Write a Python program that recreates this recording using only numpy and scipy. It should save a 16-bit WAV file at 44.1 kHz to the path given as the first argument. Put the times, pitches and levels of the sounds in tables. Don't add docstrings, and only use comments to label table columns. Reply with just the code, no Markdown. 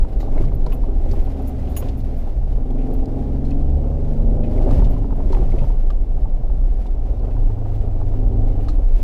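import sys
import numpy as np
from scipy import signal
from scipy.fft import rfft, irfft, next_fast_len
from scipy.io import wavfile
from scipy.ndimage import uniform_filter1d, map_coordinates

SR = 44100
rng = np.random.default_rng(int(sys.argv[2]) if len(sys.argv) > 2 else 0)


def unload_audio(sound):
    columns = np.transpose(np.atleast_2d(sound))
    steps = np.round(np.clip(columns, -1, 1) * 32767)
    wavfile.write(sys.argv[1], SR, steps.astype(np.int16))


N = 398223
TIME = np.arange(N) / SR

# time_s, load_db
LOAD = [(0, -47), (0.4, -47), (0.75, -48.5), (1.05, -54), (2.1, -52.5), (2.45, -56.5), (2.7, -43.5),
        (3.25, -45), (3.9, -43), (4.5, -38.5), (4.75, -43), (5.1, -45), (5.6, -56), (6.1, -51),
        (6.5, -50.5), (6.9, -55.5), (7.3, -47.5), (7.9, -48.5), (8.4, -44), (8.65, -47), (9.03, -65.5)]
# time_s, rate_hz (four-stroke cycles per second)
CYCLE_RATE = [(0.0, 24.64), (0.6, 23.44), (1.1, 22.96), (1.6, 21.96), (2.0, 21.94), (2.47, 19.72),
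              (2.68, 21.52), (2.92, 21.7), (3.7, 23.3), (4.1, 24.28), (4.6, 25.6), (4.96, 26.82),
              (6.18, 29.98), (6.62, 29.92), (7.06, 27.76), (8.1, 25.28), (8.27, 25.66), (8.7, 24.96),
              (9.03, 23.92)]


def amp(db):
    return 10 ** (np.asarray(db) / 20)


def unit(x):
    return x / np.sqrt(np.mean(x ** 2) + 1e-20)


def along(points, hz):
    f, v = np.transpose(points)
    return np.interp(np.log(hz + 1), np.log(f + 1), v)


def curves(rows):
    s, *columns = np.transpose(rows)
    return [np.interp(TIME, s, column) for column in columns]


def wobble(rate):
    coarse = TIME[::64]
    knots = rng.standard_normal(int(N * rate / SR) + 4)
    return np.interp(TIME, coarse, map_coordinates(knots, [coarse * rate]))


def filtered(x, response):
    m = next_fast_len(N + SR // 2)
    return irfft(rfft(x, m) * response(np.fft.rfftfreq(m, 1 / SR)), m)[:N]


def noise(spectrum, even, span):
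    x = filtered(rng.standard_normal(N), lambda hz: amp(along(spectrum, hz)))
    swell = np.sqrt(np.abs(uniform_filter1d(unit(x) ** 2, size=int(span * SR))) + 1e-3)
    return unit(x / swell ** np.clip(even, 0, 1))


def flurries(per_s, t60):
    t = TIME[:SR // 8]
    ticks = (rng.random(N) < per_s / SR) * amp(5.27 * rng.exponential(size=N).clip(0, 3))
    swell = t / t60 * 18 * amp(-60 * t / t60)
    return signal.fftconvolve(ticks, swell)[:N]


def cabin_boom():
    # time_s, level_db
    heave = [(0.0, -6), (0.1, -25.5), (0.17, -13.5), (0.25, -19), (0.38, -12), (0.64, -14), (0.72, -18.5),
             (1.21, -11.5), (1.31, -23), (2.3, -19.5), (2.48, -13.5), (2.68, -21.5), (2.79, -14),
             (2.89, -21.5), (3.0, -13.5), (3.08, -22.5), (3.74, -14.5), (3.93, -20.5), (4.26, -13),
             (4.51, -19), (4.59, -12.5), (4.93, -12), (5.11, -18), (5.36, -12), (6.1, -16.5), (6.75, -12.5),
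             (6.84, -17.5), (7.3, -18.5), (7.46, -11), (7.56, -21.5), (7.92, -16.5), (8.62, -14.5),
             (8.95, -11.5)]
    # pitch_hz, relative level_db
    boom_colour = [(6, -35), (12, -25.5), (20, 1.5), (33, -1), (43, -9.5), (60, -15.5), (90, -31.5),
                   (150, -120)]
    level_db = curves(heave)[0] + 0.98 * wobble(8)
    return amp(level_db) * noise(boom_colour, even=0.81, span=0.099)


def ground():
    # time_s, shake_db (0 is even ground), thump level_db
    track = [(0.03, -1.5, -34), (0.31, 0.5, -34.5), (0.42, 6, -28), (0.5, 0, -22), (0.69, 3, -29),
             (0.8, -1, -33.5), (1.17, 5, -34), (1.55, 1.5, -27.5), (1.81, 5.5, -31), (2.0, 0, -27.5),
             (2.3, 0, -33), (2.9, -0.5, -32.5), (4.4, -0.5, -37.5), (4.77, 8.5, -17), (5.11, -2, -28.5),
             (5.37, 7.5, -27.5), (5.49, 3.5, -23.5), (5.61, 4.5, -26.5), (5.97, -3, -36),
             (6.2, -2.5, -30.5), (6.94, -2.5, -38.5), (7.5, -0.5, -34.5), (8.1, -1, -36), (8.4, 0, -34),
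             (8.84, 0.5, -36.5), (9.0, 4, -36.5)]
    # pitch_hz, relative level_db
    thump_colour = [(32, -12), (55, -8.5), (70, -13.5), (108, -8), (156, -18.5), (190, -18.5), (250, -37.5),
                    (420, -120)]
    roar_colour = [(100, -21.5), (170, -9), (262, -3), (340, -9), (395, -5), (464, -11), (554, -9),
                   (784, -12.5), (861, -20.5), (1600, -37.5), (2080, -66), (3520, -120)]
    chatter_colour = [(710, -24), (1200, -5.5), (2080, -4), (2900, -7.5), (3260, -9), (4930, -12.5),
                      (8210, -20), (12600, -20.5), (15200, -26.5)]
    shake_db, thump_db = curves(track)
    load_db = curves(LOAD)[0]
    thump = amp(thump_db) * noise(thump_colour, even=0.13, span=0.06)

    judder = wobble(12)
    beat = 1 + 0.2 * np.cos(2 * np.pi * np.cumsum(curves(CYCLE_RATE)[0]) / SR)
    roar_swell = beat * (1 + 0.14 * flurries(25, t60=0.064)) * amp(0.37 * judder)
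    roar = unit(roar_swell * noise(roar_colour, even=0.25, span=0.068))
    grains = (1 + 0.084 * flurries(110, t60=0.036)) * amp(1.0 * judder)
    chatter = unit(grains * noise(chatter_colour, even=0, span=.05))

    roar_db = -37 + 0.78 * shake_db + 0.2 * (load_db - load_db.mean())
    chatter_db = -60 + shake_db
    return thump + amp(roar_db) * roar + amp(chatter_db) * chatter


def jingles():
    # start_s, level_db (drive, before the modes), length_s
    jolts = [(0.192, -55, 0.04), (0.548, -50, 0.0046), (0.722, -45.5, 0.031), (1.12, -50, 0.022),
             (1.185, -58, .02), (1.232, -55, .02), (1.418, -52, .012), (1.456, -56, .018),
             (1.471, -42, 0.023), (1.693, -51.5, 0.04), (1.763, -29, 0.027), (1.79, -36.5, 0.019),
             (1.855, -50, .004), (1.972, -51, 0.03), (2.164, -57, 0.055), (2.706, -49, .006),
             (2.933, -47, 0.011), (4.9, -53, 0.026), (5.161, -47, 0.0047), (8.62, -54, .016)]
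    # pitch_hz, width_hz (broadened 3.5 times below), relative level_db
    metal = [(6790, 24, -5), (10650, 64, -6.5), (11100, 28, -1.5), (11960, 27, 4), (12300, 160, -14),
             (13800, 35, -3), (14300, 38, -3), (14900, 61, 2)]
    out, t = np.zeros(N + SR), TIME[:8192]
    f = np.fft.rfftfreq(len(t), 1 / SR)
    for s, db, length in jolts:
        jolt = (1 - np.exp(-(t / 0.0014) ** 2)) / (1 + (t / max(length, .002)) ** 5.2)
        touches = jolt * rng.standard_normal(len(t)) * (rng.random(len(t)) < .12)
        ring = sum(amp(level + rng.normal(0, 4.7)) * 1j * f * 1.95 * w / (c * c - f * f + 3.5j * f * w)
                   for c, w, level in metal)
        click = amp(-15) * (f / 12000)
        out[round(s * SR):][:len(t)] += amp(db + 15) * irfft(rfft(touches) * (ring + click))
    return out[:N]


def knocks():
    # start_s, level_db (4 dB below the peak), pitch_hz, length_s
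    hits = [(0.201, -46, 3880, 0.05), (0.202, -46, 2020, 0.013), (0.376, -42, 2050, 0.012),
            (0.448, -50.5, 4200, 0.013), (0.483, -51.5, 2190, .012), (0.662, -43, 4260, 0.011),
            (0.719, -41, 2600, 0.022), (1.111, -44, 4460, 0.017), (1.671, -51, 2800, .012),
            (1.752, -51, 4800, .012), (1.763, -36.5, 2780, 0.017), (1.822, -44.5, 2900, 0.01),
            (1.856, -53, 4000, .004), (1.884, -43.5, 3530, 0.021), (2.0, -52, 5300, 0.017),
            (2.705, -47.5, 3380, 0.0058), (2.78, -51.5, 2400, 0.1), (3.056, -46.5, 4900, 0.0052),
            (3.448, -52, 4360, 0.024), (3.506, -47.5, 4280, 0.007), (3.513, -46, 2600, 0.0065),
            (4.434, -46.5, 2470, 0.042), (4.578, -44, 2330, 0.008), (4.626, -50, 4300, .012),
            (4.709, -44, 4370, 0.0077), (4.841, -44, 3620, 0.027), (5.321, -43, 4030, 0.019),
            (5.333, -50, 5500, 0.0069), (5.346, -36, 2490, 0.0054), (5.517, -45, 2100, 0.0083),
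            (5.584, -46, 2540, .012), (5.61, -51, 2580, 0.011), (5.902, -44.5, 3400, 0.0092),
            (6.864, -50, 3650, 0.012), (7.193, -56, 4300, .008), (7.307, -53, 2490, 0.024),
            (7.69, -54, 2510, 0.007), (8.607, -51, 2800, 0.01), (8.682, -40.5, 4120, 0.034),
            (8.946, -50, 3600, 0.008), (8.962, -50, 3300, .012), (8.985, -59, 3600, .012)]
    # pitch_hz, relative level_db
    trim = [(2130, 10), (2560, 2), (2870, 0.5), (3150, -11.5), (4250, -0.5), (4870, -2), (5600, -19)]
    out, t = np.zeros(N + SR), TIME[:4096]
    f = np.fft.rfftfreq(len(t), 1 / SR)

    def mode(hz, width):
        return 1j * f * width / (hz ** 2 - f * f + 1j * f * width)

    for s, db, centre_hz, length in hits:
        length = max(length, .002)
        envelope = (1 - np.exp(-t / 0.0017)) * np.exp(-1.3 * t / length) / (1 + (t / length) ** 4)
        contacts = rng.standard_normal(len(t)) * envelope
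        reach = .45 * min(1, centre_hz / 4000) ** 2
        neighbours = sum(amp(level + rng.normal(0, 2.4)) * np.exp(-(np.log(hz / centre_hz) / reach) ** 2)
                         * mode(hz, 0.051 * hz) for hz, level in trim)
        note = mode(centre_hz, 0.086 * centre_hz)
        crack = 2 * reach ** 2 * mode(centre_hz, 2 * centre_hz) ** 2
        dulled = rfft(contacts) / (1 + 1j * f / (1.95 * centre_hz)) ** 2
        flurry = irfft(dulled * (note + 0.76 * neighbours + crack))
        out[round(s * SR):][:len(t)] += amp(db + 4.0) * flurry / np.abs(flurry).max()
    return out[:N]


def struck(blows, t60, spread, share):
    out, t = np.zeros(N + SR), TIME[:SR // 4]
    for s, db, pitch_hz in blows:
        steps = np.exp(spread * (np.array([[-1.5], [-.7], [.6]]) + rng.uniform(0, .6, (3, 1))))
        neighbours = np.sin(2 * np.pi * steps * pitch_hz * t).sum(axis=0)
        notes = np.sin(2 * np.pi * pitch_hz * t) + share * neighbours
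        onset = 1 - np.exp(-t * pitch_hz * 2.5)
        out[round(s * SR):][:len(t)] += amp(db - 60 * t / t60) * onset * notes
    return out[:N]


def sheet_taps():
    # start_s, level_db (main note, before onset and decay), pitch_hz
    taps = [(0.048, -33.5, 920), (.437, -36, 1120), (0.518, -33.5, 940), (0.666, -28, 970),
            (.728, -34, 1070), (0.837, -31.5, 926), (1.136, -27, 804), (1.767, -36, 1090),
            (1.825, -31.5, 1015), (4.709, -32, 1184), (4.822, -26, 915), (4.965, -34, 1010),
            (5.043, -32, 910), (5.106, -32, 955), (5.125, -30, 870), (5.203, -31.5, 916), (5.33, -25, 933),
            (5.348, -22, 823), (5.37, -23.5, 786), (5.618, -34, 890), (5.642, -31, 900), (5.703, -35, 930),
            (5.903, -31, 1170), (6.256, -32, 880), (6.498, -34.5, 840), (6.857, -36.5, 930),
            (7.02, -42, 900), (7.366, -35, 960), (7.503, -34.5, 890), (7.656, -35, 920), (7.718, -38, 920),
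            (7.88, -36, 920), (8.015, -30, 846), (8.139, -34.5, 935), (8.218, -39, 720), (8.685, -31, 1230)]
    return struck(taps, t60=0.038, spread=0.301, share=0.27)


def floor_thuds():
    # start_s, level_db (main note, before onset and decay), pitch_hz
    thuds = [(0.201, -24.5, 323), (.228, -30, 780), (0.406, -15, 373), (0.667, -27, 483), (1.061, -27, 503),
             (1.113, -24, 396), (1.825, -22.5, 502), (2.911, -21, 356), (4.568, -21, 383), (4.64, -17, 377),
             (4.661, -14.5, 386), (4.757, -25, 563), (4.795, -25, 613), (4.82, -19, 393), (5.257, -24, 340),
             (5.303, -16, 380), (5.368, -23, 375), (5.396, -18.5, 358), (5.54, -17, 353), (5.579, -25, 540),
             (5.622, -24.5, 558)]
    return struck(thuds, t60=0.065, spread=0.385, share=0.29)


def axle_bumps():
    # start_s, level_db (main note, before onset and decay), pitch_hz
    bumps = [(.401, -16, 112), (1.119, -16.5, 102), (1.821, -18.5, 98.3), (4.725, -13.5, 137),
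             (4.865, -26, 114), (5.614, -18, 130)]
    return struck(bumps, t60=0.24, spread=0.254, share=0.28)


def whine():
    half_width_hz, over_load_db = 30, -35

    def peaks(f):
        return sum(1 / (1 + ((f - hz) / half_width_hz) ** 2) for hz in (2810, 2990))

    level_db = curves(LOAD)[0] + over_load_db + 4.5 * wobble(4)
    return amp(level_db) * unit(filtered(rng.standard_normal(N), peaks))


def spells(rows):
    swell_s, fade_s = 0.3, 0.2
    gain = 0
    for s, length, db in rows:
        corners = [s - swell_s, s, s + length, s + length + fade_s]
        gain = gain + amp(db) * np.interp(TIME, corners, [0, 1, 1, 0]) ** 2
    return gain


def engine():
    # pitch_hz, level_db
    cabin = [(60, 3), (100, 7.5), (125, 4), (142, 2.5), (170, -9.5), (225, 0.5), (262, 2.5), (330, -5.5),
             (420, -5.5), (560, -11), (700, -15), (790, -12), (870, -26.5)]
    drones = {2: [(7.0, 0.23, -26.5)], 3: [ (0.95, 1.22, -28.5), (3.3, 0.72, -23), (4.2, 0.4, -29),
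              (7.2, 1.35, -33)], 4: [(1.6, 0.3, -35.5), (4.25, 0.45, -29), (6.4, 0.75, -39.5),
              (7.3, 1.357, -28), (8.38, 0.089, -31)], 5: [(.8, 1.1, -39)], 8: [(8.25, 0.41, -42.5)],
              11: [(.9, 1.3, -43.5), (2.7, 1.29, -40)], 14: [(.6, 0.65, -47.5), (2.8, 1.02, -41)],
              15: [(8.15, 0.37, -43)], 17: [(.55, 1.1, -46.5), (4.1, 0.26, -47.5)], 18: [(3.3, 0.36, -44)],
              20: [(2.8, 0.26, -42), (4.2, 0.52, -44.5)], 23: [(3.8, 0.51, -43)], 33: [(1.3, 0.63, -50.5)],
              6: [(2.35, 0.5, -38), (3.2, 1.206, -30)], 9: [(4.22, 0.31, -31.5)], 10: [(1.0, 1.03, -41.5),
              (3.25, 1.86, -38.5), (8.2, 0.23, -38)], 12: [(1.3, 0.83, -38), (2.75, 0.91, -33),
              (4.5, 0.18, -34), (8.4, 0.32, -42.5)], 36: [(2.8, 0.5, -49)], 24: [(4.45, 0.23, -42.5)]}
    hop = 8
    cycle_hz, load_db = curves(CYCLE_RATE)[0][::hop], curves(LOAD)[0][::hop]
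    cycle_phase = 2 * np.pi * np.cumsum(cycle_hz) * hop / SR
    odd_db = -1.5
    sway_db = 3
    waver_db = 2

    gains = {}
    for order, rows in drones.items():
        waver = waver_db * (wobble(4) + wobble(17)) / np.sqrt(2)
        gains[order] = (spells(rows) * amp(waver))[::hop]
    for order in range(3, 40):
        cabin_db = along(cabin, order * cycle_hz)
        level_db = load_db + odd_db * (order % 2) + cabin_db + sway_db * wobble(3.2)[::hop]
        gains[order] = np.hypot(gains.get(order, 0), amp(level_db))

    out = np.zeros(len(cycle_phase))
    for order, gain in gains.items():
        smear = .0008 * min(order, 30) ** 2 * wobble(7)[::hop]
        out += np.sqrt(2) * gain * np.sin(order * cycle_phase + smear + rng.uniform(0, 2 * np.pi))
    return signal.resample_poly(out, hop, 1)[:N]


def scene():
    body = cabin_boom() + ground()
    loose_parts = jingles() + knocks()
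    blows = sheet_taps() + floor_thuds() + axle_bumps()
    return (body + loose_parts + blows + whine() + engine())[None]


def record(dry):
    top_hz = 15250
    soft = dry[0] / (1 + np.abs(dry[0] / .7) ** 6) ** (1 / 6)
    return filtered(soft, lambda hz: 1 / (1 + (hz / top_hz) ** 160))[None]


dry = scene()
out = record(dry)
unload_audio(out)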